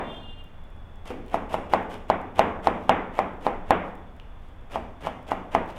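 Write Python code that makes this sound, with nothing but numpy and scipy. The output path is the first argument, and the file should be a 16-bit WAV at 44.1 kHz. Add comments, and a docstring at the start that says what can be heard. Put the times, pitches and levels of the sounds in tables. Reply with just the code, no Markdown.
"""The echo of an earlier knock dies away over the room's rumble while something squeaks faintly, then whistles.
A chef's knife then chops cabbage on a plastic board on a steel counter in a hard-walled kitchen.
Each stroke crunches (bursts of filtered clicks); most then knock on the board (decaying modes, crack, edge click).
Shreds rustle between strokes (sparse clicks and noise); the hardest knocks overload the microphone."""
import sys
import numpy as np
from scipy import signal
from scipy.fft import rfft, irfft, next_fast_len
from scipy.io import wavfile
from scipy.ndimage import map_coordinates

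SR = 44100
rng = np.random.default_rng(int(sys.argv[2]) if len(sys.argv) > 2 else 0)


def pcm_store(signal):
    """Save signal as 16-bit PCM."""
    levels = np.round(np.clip(np.atleast_2d(signal), -1, 1) * 32767)
    wavfile.write(sys.argv[1], SR, levels.astype(np.int16).T)


N = 254898


def amp(db):
    """Decibels to gain."""
    return 10 ** (np.asarray(db) / 20)


def unit(x):
    """Scale to rms 1."""
    return x / np.sqrt(np.mean(x ** 2) + 1e-20)


def wobble(size, rate_hz):
    """A smooth random curve with rate_hz knots a second."""
    knots = rng.standard_normal(int(size * rate_hz / SR) + 4)
    return map_coordinates(knots, [np.arange(size) * rate_hz / SR])


def along(points, hz):
    """(Hz, value) points read on a log frequency axis."""
    point_hz, value = np.transpose(points)
    return np.interp(np.log(hz + 1), np.log(point_hz + 1), value)


def filtered(x, response):
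    """x times a response of frequency, zero-padded against wrap-around."""
    size = next_fast_len(len(x) + 8192)
    hz = np.fft.rfftfreq(size, 1 / SR)
    return irfft(rfft(x, size) * response(hz), size)[:len(x)]


def coloured(x, spectrum):
    """x shaped by (Hz, dB) points."""
    return filtered(x, lambda hz: amp(along(spectrum, hz)))


def add(track, start_s, x):
    """Mix x into the track from start_s on, cropped to the track."""
    i = round(start_s * SR)
    x = x[max(-i, 0):max(N - i, 0)]
    track[max(i, 0):][:len(x)] += x


def grains(size, per_s, spread_db):
    """Random clicks of uneven strength, rms about 1."""
    hit = rng.random(size) < per_s / SR
    strength = rng.standard_normal(size) * amp(spread_db * rng.standard_normal(size))
    return unit(hit * strength)


# Echo colour. Each row: frequency in Hz, gain in dB.
ECHO_SPECTRUM = [(60, -12), (220, 7.5), (450, 1), (800, -7.5), (1150, -2.5), (1500, -1), (2400, 2),
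                 (3400, -3.5), (4200, -6), (8000, -7), (16000, -8.5)]
# Echo decay. Each row: frequency in Hz, time to fall 60 dB in seconds.
ECHO_T60 = [(100, 1), (300, 0.78), (800, 0.74), (2000, 0.61), (3500, 0.46), (6000, 0.77), (14000, 0.45)]


def in_kitchen(x, wet_db, build_s=0.0059, early_db=3, early_s=0.021):
    """x with a diffuse noise tail that is strongest while the close walls answer."""
    hz, frame_s, noise = signal.stft(rng.standard_normal(SR), SR, nperseg=256)
    decay = amp(-60 * frame_s / along(ECHO_T60, hz)[:, None])
    tail = signal.istft(noise * decay, SR, nperseg=256)[1][:SR]
    tail = coloured(tail / np.linalg.norm(tail), ECHO_SPECTRUM)
    t = np.arange(SR) / SR
    tail *= (1 - np.exp(-(t / build_s) ** 2)) * amp(early_db * np.exp(-t / early_s))
    return np.pad(x, (0, SR - 1)) + amp(wet_db) * signal.fftconvolve(x, tail)


# Ventilation rumble. Each row: frequency in Hz, relative density in dB per Hz.
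RUMBLE_SPECTRUM = [(20, -0.5), (40, -11.5), (60, -9.5), (90, -12.5), (125, -21), (220, -23.5), (350, -30.5),
                   (800, -29.5), (1500, -36.5), (2300, -43), (3500, -49), (4000, -59.5), (8000, -65),
                   (16000, -70)]


def room_air(rumble_db=-39.5, hiss_db=-72):
    """Ventilation rumble with a faint narrow hiss on top, both shaped noise."""
    rumble = unit(coloured(rng.standard_normal(N), RUMBLE_SPECTRUM))
    hiss_spectrum = [(2400, -60), (3250, -10), (3460, 0), (3620, -10), (4100, -60)]
    hiss = unit(coloured(rng.standard_normal(N), hiss_spectrum))
    return amp(rumble_db) * rumble + amp(hiss_db) * hiss


# Squeak partials. Each row: multiple of the pitch, relative level in dB.
PARTIALS = [(7, -9), (8, -1.5), (9, -4), (10, 0.5), (11, -13), (12, -15), (23, -17), (24, -21)]


def squeak(jitter=0.0069, flutter_db=3, width_hz=460, skirt_db=-12):
    """A thin squeal: partials flutter separately under a falling resonance, mostly heard through the room."""
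    pitch_hz, arch_hz, ring_start_hz, ring_fall_hz_per_s = 351, 2.98, 3380, 530
    attack_s, hold_s, release_s = 0.028, 0.404, 0.014
    level_db, fade_db_per_s = -50.5, 11.5
    t = np.arange(N) / SR
    pitch = pitch_hz + arch_hz * np.sin(np.pi * np.minimum(t / hold_s, 1))
    ring_hz = ring_start_hz - ring_fall_hz_per_s * t
    gate = (1 - np.exp(-t / attack_s)) * np.exp(-np.maximum(t - hold_s, 0) / release_s)
    phase = 2 * np.pi * np.cumsum(pitch * (1 + jitter * wobble(N, rate_hz=90))) / SR
    tone = np.zeros(N)
    for multiple, partial_db in PARTIALS:
        resonance = amp(skirt_db) + np.exp(-((multiple * pitch - ring_hz) / width_hz) ** 2)
        flutter = amp(partial_db + flutter_db * wobble(N, rate_hz=18.6))
        tone += resonance * flutter * np.sin(multiple * phase)
    return in_kitchen(tone * amp(level_db - fade_db_per_s * t) * gate, wet_db=5)[:N]


def whistle(start_s=0.45, end_s=1.1, start_hz=3440, sag_hz_per_s=110, level_db=-70.5, jitter=0.0049):
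    """One faint wavering sine that lingers after the squeak and sags in pitch."""
    t = np.arange(round((end_s - start_s) * SR)) / SR
    pitch = (start_hz - sag_hz_per_s * t) * (1 + jitter * wobble(len(t), rate_hz=90))
    tone = np.sin(2 * np.pi * np.cumsum(pitch) / SR) * signal.windows.tukey(len(t))
    track = np.zeros(N)
    add(track, start_s, in_kitchen(amp(level_db) * tone, wet_db=5.5))
    return track


# Single shreds snap. Each row: start in seconds, level in dB.
SNAPS = [(.441, -53), (.958, -60), (1.263, -57), (1.828, -56), (2.2145, -55), (5.228, -59), (5.659, -58)]
# Fingers shift the cabbage. Each row: centre in seconds, length in seconds, level in dB.
FINGER_MOVES = [(.13, 0.215, -63), (1.29, .038, -59), (2.842, .14, -62.5), (3.873, 0.078, -63),
                (4.46, .089, -70), (5.702, .055, -54.5)]


def shreds(tap_s=4.199, tap_db=-34, tap_hz=2900, tap_t60_s=0.0057, snap_t60_s=0.013, stray_db=-87, hold_db=-84):
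    """Loose leaves rustle as grains under the fingers, single ones snap as noise, the blade is tapped once."""
    track = np.zeros(N)
    t = np.arange(SR // 40) / SR
    for start_s, db in SNAPS:
        add(track, start_s, amp(db - 60 * t / snap_t60_s) * rng.standard_normal(len(t)))
    add(track, tap_s, amp(tap_db - 60 * t / tap_t60_s) * np.sin(2 * np.pi * tap_hz * t))
    snap = amp(-60 * t / snap_t60_s) * rng.standard_normal(len(t))
    stray = signal.fftconvolve(grains(N, per_s=9, spread_db=1), snap)[:N]
    track += amp(stray_db) * unit(stray)
    t = np.arange(N) / SR
    # the leaves never lie quite still under the hand
    touch = amp(hold_db)
    for centre_s, length_s, db in FINGER_MOVES:
        touch = touch + amp(db) * np.exp(-(2 * (t - centre_s) / length_s) ** 2)
    rustle_spectrum = [(500, -6), (3000, 12.5), (4500, -2), (11000, -9), (16000, -14)]
    track += touch * unit(coloured(grains(N, per_s=3100, spread_db=4), rustle_spectrum))
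    return in_kitchen(track, wet_db=-3)[:N]


# Cabbage and hand bump the board. Each row: start in seconds, level in dB.
SOFT_BUMPS = [(-.02, -28.5), (1.1048, -27), (1.14, -37), (1.174, -44.5), (1.251, -45)]
# Bump shudder. Each row: frequency in Hz, relative density in dB per Hz.
SHUDDER_SPECTRUM = [(40, -6), (130, -5), (280, -5.5), (480, 3), (800, 3.5), (1300, -11.5), (3000, -19.5),
                    (5000, -44)]


def bumping(t60_s=0.083, shove_db=4, shudder_db=-2.5):
    """Soft contacts give one dull shove and a low noise shudder with no ring."""
    track = np.zeros(N)
    t = np.arange(SR // 8) / SR
    u = t / 0.00043
    shove = -amp(shove_db) * u * (2 - u) * np.exp(1 - u)
    envelope = (1 - np.exp(-t / 0.00048)) * amp(shudder_db - 60 * t / t60_s)
    for start_s, db in SOFT_BUMPS:
        shudder = unit(coloured(rng.standard_normal(len(t)), SHUDDER_SPECTRUM)) * envelope
        add(track, start_s, in_kitchen(amp(db) * (shove + shudder), wet_db=0.5))
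    return track


# Knife strokes, also played by chopping(). Each row: time the blade is down in seconds,
# length of the cut in seconds, force in dB, crunch level at the end of the cut in dB.
KNIFE_STROKES = [(1.104, 0.0529, -43, -53), (1.3434, .036, -7, -46), (1.5425, .052, -8, -44.5),
                 (1.7361, 0.0426, -1.1, -43.5), (1.944, 0.0519, -24, -49.5), (2.1004, 0.0191, -1.5, -49.5),
                 (2.3931, 0.044, 1.5, -43), (2.6713, 0.048, -2, -45), (2.8941, 0.017, 2.5, -48.5),
                 (3.1902, 0.07, -3, -49), (3.4665, 0.065, -4.5, -49), (3.707, .052, 1.5, -51.5),
                 (4.7579, 0.06, -11, -47.5), (5.0699, .066, -12.5, -46.5), (5.3179, 0.054, -8, -46.5),
                 (5.5497, .042, -2.5, -44.5), (5.793, 0.0432, -30, -53.5)]
# Bursting cells. Each row: frequency in Hz, relative density in dB per Hz.
CRACKLE_SPECTRUM = [(300, -19), (1200, -9), (2800, 14), (3500, 8.5), (4200, 0.5), (6000, -2), (9500, -5),
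                    (14000, -12.5), (16000, -30)]
# Shaken board. Each row: frequency in Hz, relative density in dB per Hz.
GRUMBLE_SPECTRUM = [(60, -1.5), (200, -2.5), (450, 1.5), (750, 4.5), (1050, -2), (1400, -6), (2200, -10),
                    (3400, -17), (4500, -42)]


def slicing(push_db=3, release_s=0.014, layers_db=2, bite_s=0.0026):
    """Cells burst harder as the blade sinks in, leaf after leaf; the growing push shakes the board."""
    # at a force of 0 dB, then growth per dB of force
    swell_db, swell_db_per_db = 16, 0.41
    grumble_over_crunch_db, grumble_db_per_db = 13.5, 0.097
    track = np.zeros(N)
    for down_s, cut_s, force_db, crunch_db in KNIFE_STROKES:
        t = np.arange(round((cut_s + 0.12) * SR)) / SR
        uncut = np.maximum(1 - t / cut_s, 0)
        level_db = crunch_db - (swell_db + swell_db_per_db * force_db) * uncut
        gate = (1 - np.exp(-t / bite_s)) * np.exp(-np.maximum(t - cut_s, 0) / release_s)
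        crackle = unit(coloured(grains(len(t), per_s=5000, spread_db=4), CRACKLE_SPECTRUM))
        grumble = unit(coloured(grains(len(t), per_s=6000, spread_db=0), GRUMBLE_SPECTRUM))
        crackle *= amp(level_db + layers_db * wobble(len(t), rate_hz=81))
        grumble_db = level_db + grumble_over_crunch_db + grumble_db_per_db * force_db
        grumble *= amp(grumble_db - push_db * uncut)
        add(track, down_s - cut_s, in_kitchen(gate * (crackle + grumble), wet_db=-1.5))
    return track


# Damped board under the blade. Each row: frequency in Hz, relative level in dB, time to fall 60 dB in seconds.
BOARD_MODES = [(189, -39.5, 0.0067), (670, -10, 0.0067), (798.4, 8, 0.0075), (1014, -12.5, 0.0097),
               (1860, -19, 0.011)]
# Steel counter. Each row: mean frequency in Hz, mean relative level in dB, time to fall 60 dB in seconds.
COUNTER_MODES = [(85.74, -36, 1), (184.3, -35, 1), (256.4, -35.5, 0.63), (338, -40, 0.23), (457, -39, 0.66),
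                 (507.9, -33.5, 0.35), (656, -10.5, 0.11), (796, -18.5, 0.19), (1047, -28, 0.13)]
# Near surfaces. Each row: delay in seconds, gain in dB.
NEAR_REFLECTIONS = [(.0048, -14), (.0058, -22), (.0079, -14), (.0116, -19), (.0133, -17)]
# Crack of bare plastic. Each row: frequency in Hz, relative density in dB per Hz.
CRACK_SPECTRUM = [(600, -17), (1300, 10), (1900, 8), (2600, 1), (3500, -1.5), (4400, -27.5), (9000, -37)]


def knock(force_db, contact_s=0.0007, ring_db=-4, wet_db=-2, crack_db=1, crack_wet_db=2, sharpening=0.78):
    """One blow: the board's short thud and crack, its near reflections, the counter's ring and the room."""
    t = np.arange(SR * 3 // 4) / SR
    modes = sum(amp(db - 60 * t / t60_s) * np.sin(2 * np.pi * hz * t) for hz, db, t60_s in BOARD_MODES)
    thud = -(1 - np.exp(-t / contact_s)) * modes
    # leaves cushion the weak blows; hard ones meet bare plastic and crack
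    impulse = signal.unit_impulse(len(t), SR // 1000)
    crack = amp(crack_db + sharpening * force_db) * coloured(impulse, CRACK_SPECTRUM)
    sound = in_kitchen(thud, wet_db) + in_kitchen(crack, crack_wet_db)
    for delay_s, db in NEAR_REFLECTIONS:
        sound[:len(t)] += amp(db) * np.interp(t - delay_s, t, thud, left=0)
    # the counter rings on after each blow, its modes drawn slightly differently in pitch and level
    for hz, db, t60_s in COUNTER_MODES:
        phase = 2 * np.pi * (hz * (1 + rng.normal(0, 0.00922)) * t + rng.random())
        decay = amp(ring_db + db + rng.normal(0, 2.19) - 60 * t / t60_s)
        sound[:len(t)] += decay * np.sin(phase) * (1 - np.exp(-t / 0.0013))
    return amp(force_db) * sound


# Click of the steel edge. Each row: frequency in Hz, relative density in dB per Hz.
CLICK_SPECTRUM = [(800, 17.5), (2000, 20), (3500, 7), (5300, 1.5), (7500, -13), (11000, -10.5),
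                  (16000, -25.5)]


def chopping(click_s=0.0021, reach_db=-20, edge_db=-26.5, edge_db_per_db=1.9, edge_top_db=-22.5):
    """Strokes above reach_db knock and click on the board; weaker ones stop in the leaves."""
    track = np.zeros(N)
    t = np.arange(SR // 40) / SR
    # an earlier blow whose echo is still dying
    add(track, -0.07, knock(force_db=-1))
    for down_s, _, force_db, _ in KNIFE_STROKES:
        if force_db > reach_db:
            click = coloured(rng.standard_normal(len(t)), CLICK_SPECTRUM) * np.exp(-(t / click_s) ** 2)
            add(track, down_s, knock(force_db))
            add(track, down_s, click * amp(min(edge_db + edge_db_per_db * force_db, edge_top_db)))
    return track


def scene():
    """Everything at the microphone."""
    background = room_air() + squeak() + whistle()
    cabbage = shreds() + bumping() + slicing()
    return (background + cabbage + chopping())[None]


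def record(dry):
    """The microphone flattens the hardest peaks and keeps nothing outside its band."""
    ceiling, hardness = 0.69, 10
    low_hz, top_hz = 12, 16000
    x = dry[0] / (1 + np.abs(dry[0] / ceiling) ** hardness) ** (1 / hardness)
    return filtered(x, lambda hz: (hz > low_hz) & (hz < top_hz))[None]


dry = scene()
out = record(dry)
pcm_store(out)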